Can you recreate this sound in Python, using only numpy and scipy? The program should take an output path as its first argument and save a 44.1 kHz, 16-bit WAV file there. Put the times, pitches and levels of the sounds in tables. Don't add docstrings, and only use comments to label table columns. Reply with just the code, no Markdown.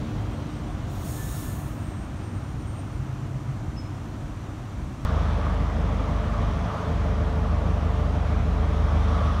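import sys
import numpy as np
from scipy import signal
from scipy.fft import rfft, irfft, next_fast_len
from scipy.io import wavfile
from scipy.ndimage import uniform_filter1d, map_coordinates

SR = 44100
rng = np.random.default_rng(int(sys.argv[2]) if len(sys.argv) > 2 else 0)


def master(y):
    cut = np.clip(np.atleast_2d(y).T, -1, 1)
    pcm = np.round(cut * 32767)
    wavfile.write(sys.argv[1], SR, pcm.astype(np.int16))


N = 414540
TIME = np.arange(N) / SR


def amp(db):
    return 10 ** (np.asarray(db) / 20)


def unit(x):
    return x / np.sqrt(np.mean(x ** 2) + 1e-20)


def curves(rows):
    times, *columns = np.transpose(rows)
    return [np.interp(TIME, times, column) for column in columns]


def wobble(rate):
    return map_coordinates(rng.standard_normal(int(N * rate / SR) + 4), [TIME * rate])


def filtered(x, response):
    size = next_fast_len(N + SR // 2)
    return irfft(rfft(x, size) * response(np.fft.rfftfreq(size, 1 / SR)), size)[:N]


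def coloured(x, spectrum):
    f, db = np.transpose(spectrum)
    return unit(filtered(x, lambda hz: amp(np.interp(np.log(hz + 1), np.log(f), db, left=-120))))


def resonated(x, modes):
    def response(f):
        return sum((-1) ** k * amp(db) * 1j * f * width / (hz * hz - f * f + 1j * f * width)
                   for k, (hz, width, db) in enumerate(modes))
    return unit(filtered(x, response))


def turbulence(patchy_db):
    spectra = signal.stft(rng.standard_normal(N), nperseg=512)[2]
    patches = uniform_filter1d(rng.standard_normal(spectra.shape), size=5, axis=0)
    patches = unit(uniform_filter1d(patches, size=16, axis=1))
    return unit(signal.istft(spectra * amp(patchy_db * patches), nperseg=512)[1][:N])


def tone(hz):
    return np.sqrt(2) * np.sin(2 * np.pi * (np.cumsum(hz) / SR + rng.random()))


def hum(notes, drift_hz, flutter_db):
    return sum(amp(db - fade * TIME + flutter_db * wobble(5)) * tone(hz + drift_hz * wobble(4))
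               for hz, db, fade in notes)


def squeal(hz, scatter_hz, flutter_db):
    return amp(flutter_db * wobble(30)) * tone(hz + scatter_hz * wobble(250))


def swell(start, rise, hold, fall, db):
    outside = np.maximum((start + rise - TIME) / rise, 0)
    outside += np.maximum((TIME - start - rise - hold) / fall, 0)
    return amp(db - 20 * outside ** 2)


def dying_away(start, rise, db, fade_db_per_s):
    age = np.maximum(TIME - start, 0)
    return np.minimum(age / rise, 1) * amp(db - fade_db_per_s * np.maximum(age - rise, 0))


def echoed(x, decay_s):
    t = np.arange(SR // 2) / SR
    echoes = rng.standard_normal(len(t)) * amp(-60 * t / decay_s)
    return unit(signal.fftconvolve(x, echoes)[:N])


# f/Hz, level/dB
COACH_RUMBLE = [(13, -51), (22, -19), (42, -3.5), (54, -0.5), (75, 0), (103, 0), (141, 0), (162, -7),
                (219, -8), (253, -11), (304, -9), (333, -14.5), (385, -19), (500, -38), (650, -38),
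                (1100, -120)]
COACH_RUSH = [(240, -14), (400, -4), (587, -1), (739, 0.5), (823, -3), (903, -2.5), (1020, -2.5),
              (1270, -3.5), (1720, -10.5), (3380, -17.5), (4890, -24), (5360, -23.5), (5610, -22),
              (8240, -33.5), (15700, -41)]
# f/Hz, width/Hz, level/dB
VENT_PEAKS = [(5950, 420, -4), (7070, 530, -5.5), (8580, 750, -8), (12400, 460, -16)]
# f/Hz, starting level/dB, fade/(dB/s)
COACH_HUM = [(51.2, -40.5, 4), (100.6, -39, .5), (229, -41.5, 7.5), (302.6, -43.5, 2.5), (387.6, -54, 2.5)]

def coaches(speed):
    rumble = amp(-33.5 + 2.5 * speed) * coloured(turbulence(1), COACH_RUMBLE)
    rush = amp(-45.5 + 2.5 * speed) * coloured(turbulence(0.5), COACH_RUSH)
    vents = amp(-63.5) * resonated(turbulence(0.5), VENT_PEAKS)
    return rumble + rush + vents + hum(COACH_HUM, drift_hz=0.64, flutter_db=1.5)


# f/Hz, width/Hz, level/dB
WHEEL_PEAKS = [(400, 91, 0), (573, 200, 2)]
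# t/s, rise/s, hold/s, fall/s, level/dB
FRAME_GROAN = [(2.75, 0.5, .25, 0.17, -37.5)]

def wheels(speed):
    rolling = coloured(turbulence(-2), [(200, -10), (350, 0), (700, 0), (2000, -26)])
    roar = amp(-47) * speed ** 1.9 * resonated(rolling, WHEEL_PEAKS)
    return roar + swell(*FRAME_GROAN[0]) * squeal(131.5, scatter_hz=5.56, flutter_db=6)


# f/Hz, level/dB
PAD_GRIND = [(1500, -14), (2800, 2), (4200, -1), (7000, -27)]
# t/s, length/s, f/Hz, glide/Hz, level/dB
PAD_SQUEALS = [(.33, .06, 8470, -30, -68), (.48, .12, 8440, -40, -67), (.68, .07, 8660, 30, -67),
               (1.04, .14, 8620, -80, -63), (1.77, .18, 8620, -200, -64), (1.96, 0.11, 8500, 60, -64),
               (2.16, .24, 8500, 190, -64), (2.42, .22, 8720, 90, -69), (2.667, .15, 8660, 40, -58.5),
               (2.82, .17, 8810, 130, -66)]

def brake_pads(speed):
    grind = amp(-56.5) * speed ** 2.5 * coloured(turbulence(3.5), PAD_GRIND)
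    squeals, edge_s = np.zeros(N), 0.029
    for start, length, hz, glide_hz, db in PAD_SQUEALS:
        gain = swell(start - edge_s / 2, edge_s, length - edge_s, edge_s, db)
        pitch = hz + glide_hz * np.clip((TIME - start) / length, 0, 1)
        squeals += gain * squeal(pitch, scatter_hz=35, flutter_db=2.5)
    slip = dying_away(start=3.76, rise=0.025, db=-56, fade_db_per_s=105)
    return grind + squeals + slip * squeal(5172, scatter_hz=7, flutter_db=4)


# f/Hz, level/dB
THIN_COLOUR = [(4500, -27), (6000, -9), (6600, 3.5), (7700, -3), (8600, 3), (9600, 1), (10300, -5.5),
               (11800, -2.5), (12700, 0), (13600, -2), (15600, -1.5)]
CORE_COLOUR = [(1500, -13), (2600, -8), (3600, 3), (4300, 2.5), (4900, -4), (5400, -1), (7000, -0.5),
               (10000, -14), (15000, -28)]
# t/s, rise/s, hold/s, fall/s, level/dB
THIN_SWELLS = [(.86, 0.084, .1, .1, -55.5), (1.015, 0.11, 0.22, 0.49, -44.5)]
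CORE_SWELL = [(.78, 0.44, 0.11, 0.39, -51)]

def brake_air():
    thin = sum(swell(*stage) for stage in THIN_SWELLS) * coloured(turbulence(1.5), THIN_COLOUR)
    nozzle_whistle = amp(-7.5) * resonated(turbulence(1), [(5380, 70, 0), (6660, 130, -1)])
    core = swell(*CORE_SWELL[0]) * (coloured(turbulence(2.5), CORE_COLOUR) + nozzle_whistle)
    ring_gain = dying_away(start=1.13, rise=0.04, db=-52, fade_db_per_s=22)
    return thin + core + ring_gain * squeal(1757, scatter_hz=24, flutter_db=3)


# f/Hz, level/dB at time zero, fade/(dB/s)
SECOND_ENGINE_NOTES = [(100.75, -37.5, -0.5), (179.1, -41, 0), (225.6, -46, 0), (267.4, -45, 0.5)]

def second_engine():
    return hum(SECOND_ENGINE_NOTES, drift_hz=0.97, flutter_db=1)


# t/s, f/Hz, level/dB
WHINE_PATH = [(5.05, 450, -57), (5.7, 444.6, -54), (6.2, 441.6, -45.5), (8.7, 438.2, -46.5),
              (9.4, 451, -50.5)]
# pitch ratio, level/dB
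WHINE_NOTES = [(1, 0), (1.352, -5), (1.562, -3.5), (2.64, -8)]

def whine():
    hz, level_db = curves(WHINE_PATH)
    return sum(amp(level_db + db + 1.8 * wobble(6.3)) * tone(ratio * (hz + 2.593 * wobble(16)))
               for ratio, db in WHINE_NOTES)


# f/Hz, level/dB
FAN_COLOUR = [(500, -27), (850, -2.5), (996, -1), (1170, -2.5), (1680, -9.5), (1860, -10.5), (2640, -16.5),
              (3210, -17.5), (4870, -27), (5920, -25.5), (7640, -34.5), (9870, -38.5), (15700, -71)]

def cooling_fans(knocks, draw_db):
    air = turbulence(1) + 0.16 * echoed(knocks, decay_s=0.1)
    return amp(-40 + 0.26 * draw_db) * coloured(air, FAN_COLOUR)


# f/Hz, width/Hz, level/dB
INTAKE_PEAKS = [(1103, 170, -2.5), (1254, 184, -1.5)]
GRILLE_PEAKS = [(3330, 580, 0), (6000, 700, -10)]

def air_intake(draw_db):
    whoosh = coloured(turbulence(2.2), [(500, -23), (1000, 0), (3600, -8), (8000, -10)])
    hiss = coloured(turbulence(1), [(1500, -12), (3300, 0.5), (6000, -3), (12000, -18)])
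    return (amp(-48 + 1.34 * draw_db) * resonated(whoosh, INTAKE_PEAKS)
            + amp(-62 + 1.55 * draw_db) * resonated(hiss, GRILLE_PEAKS))


CYLINDERS = 12

def engine_wave(cycle, multiple):
    return np.sqrt(2) * np.cos(2 * np.pi * multiple * cycle)


def uneven_firings(cycle, uneven_db, scatter_db):
    fired = np.flatnonzero(np.diff(np.floor(cycle * CYLINDERS)))
    cylinder_db = uneven_db * rng.permutation(np.linspace(-1, 1, CYLINDERS))
    strength = amp(np.resize(cylinder_db, len(fired)) + scatter_db * rng.standard_normal(len(fired)))
    knocks = np.zeros(N)
    knocks[fired] = strength - strength.mean()
    return knocks


# f/Hz, width/Hz, level/dB
BLOCK_PEAKS = [(405.4, 25, -3.5), (539, 72, -3.5), (597, 35, 0.5), (671, 69, -1.5), (790, 122, -4.5),
               (890, 160, -10)]

def clatter(cycle, knocks, draw_db):
    beat = 1 + sum(depth * engine_wave(cycle, per_firing * CYLINDERS)
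                   for per_firing, depth in [(1, 0.041), (2, 0.057), (0.25, 0.037)])
    rattle = echoed(knocks, decay_s=0.29) + 1.44 * beat * turbulence(1.5)
    return amp(-38.5 + 0.25 * draw_db) * resonated(rattle, BLOCK_PEAKS)


# t/s, level/dB
FIRING_NOTE = [(5.05, -25), (6.3, -31.5), (7.0, -26.5), (8.5, -25.5), (9.0, -22), (9.4, -26)]
# beats per engine cycle, relative level/dB
THROB_NOTES = [(6, -29), (7, -28), (8, 3), (9, -10), (10, -15)]
# f/Hz, level/dB
PIPE_COLOUR = [(50, -30), (85, -8.5), (130, -12), (172, -10), (243, -16.5), (268, -18.5), (280, -15.5),
               (303, -21.5), (338, -22), (370, -29.5), (400, -26.5), (520, -30), (880, -120)]

def exhaust(cycle, knocks):
    note_db, = curves(FIRING_NOTE)
    sag_db = -13 * np.exp(-((TIME - 6.76) / 0.1) ** 2)
    note = amp(note_db) * engine_wave(cycle, CYLINDERS)
    throb = amp(-31) * sum(amp(db + 1.1 * wobble(8.3)) * engine_wave(cycle, k) for k, db in THROB_NOTES)
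    gas = echoed(knocks, decay_s=0.22) + 1.12 * turbulence(0.5)
    pipe = amp(-31) * coloured(gas, PIPE_COLOUR)
    boom_colour = [(20, -25), (36, -3), (55, 5), (85, -12), (120, 8), (250, -78)]
    boom = amp(-37) * coloured(turbulence(2.5), boom_colour)
    return amp(sag_db) * (note + throb) + amp(0.24 * sag_db) * (pipe + boom)


# t/s, f/Hz
FIRING_RATE = [(5.05, 77), (6.4, 74.2), (6.8, 76.3), (8.7, 76.1), (9.4, 76)]
# t/s, level/dB
AIR_DRAW = [(5.05, 5.5), (5.3, 4.5), (5.7, 0.5), (6.8, 4), (7.2, -1), (8.7, 1), (9.15, 7.5), (9.4, 6)]

def near_engine():
    firing_hz, = curves(FIRING_RATE)
    draw_db, = curves(AIR_DRAW)
    cycle = np.cumsum(firing_hz) / SR / CYLINDERS
    cycle -= np.interp(5.052, TIME, cycle)
    knocks = uneven_firings(cycle, uneven_db=4, scatter_db=0.14)
    air = cooling_fans(knocks, draw_db) + air_intake(draw_db)
    return whine() + air + clatter(cycle, knocks, draw_db) + exhaust(cycle, knocks)


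def scene():
    stop_s, jump_s = 3.4, 5.05
    speed = np.maximum(1 - TIME / stop_s, 0)
    arriving = coaches(speed) + wheels(speed) + brake_pads(speed) + brake_air()
    idling = second_engine() + near_engine()
    return np.where(TIME < jump_s, arriving, idling)[None]


def record(dry):
    return np.array([filtered(channel, lambda hz: hz < 15750) for channel in dry])


dry = scene()
out = record(dry)
master(out)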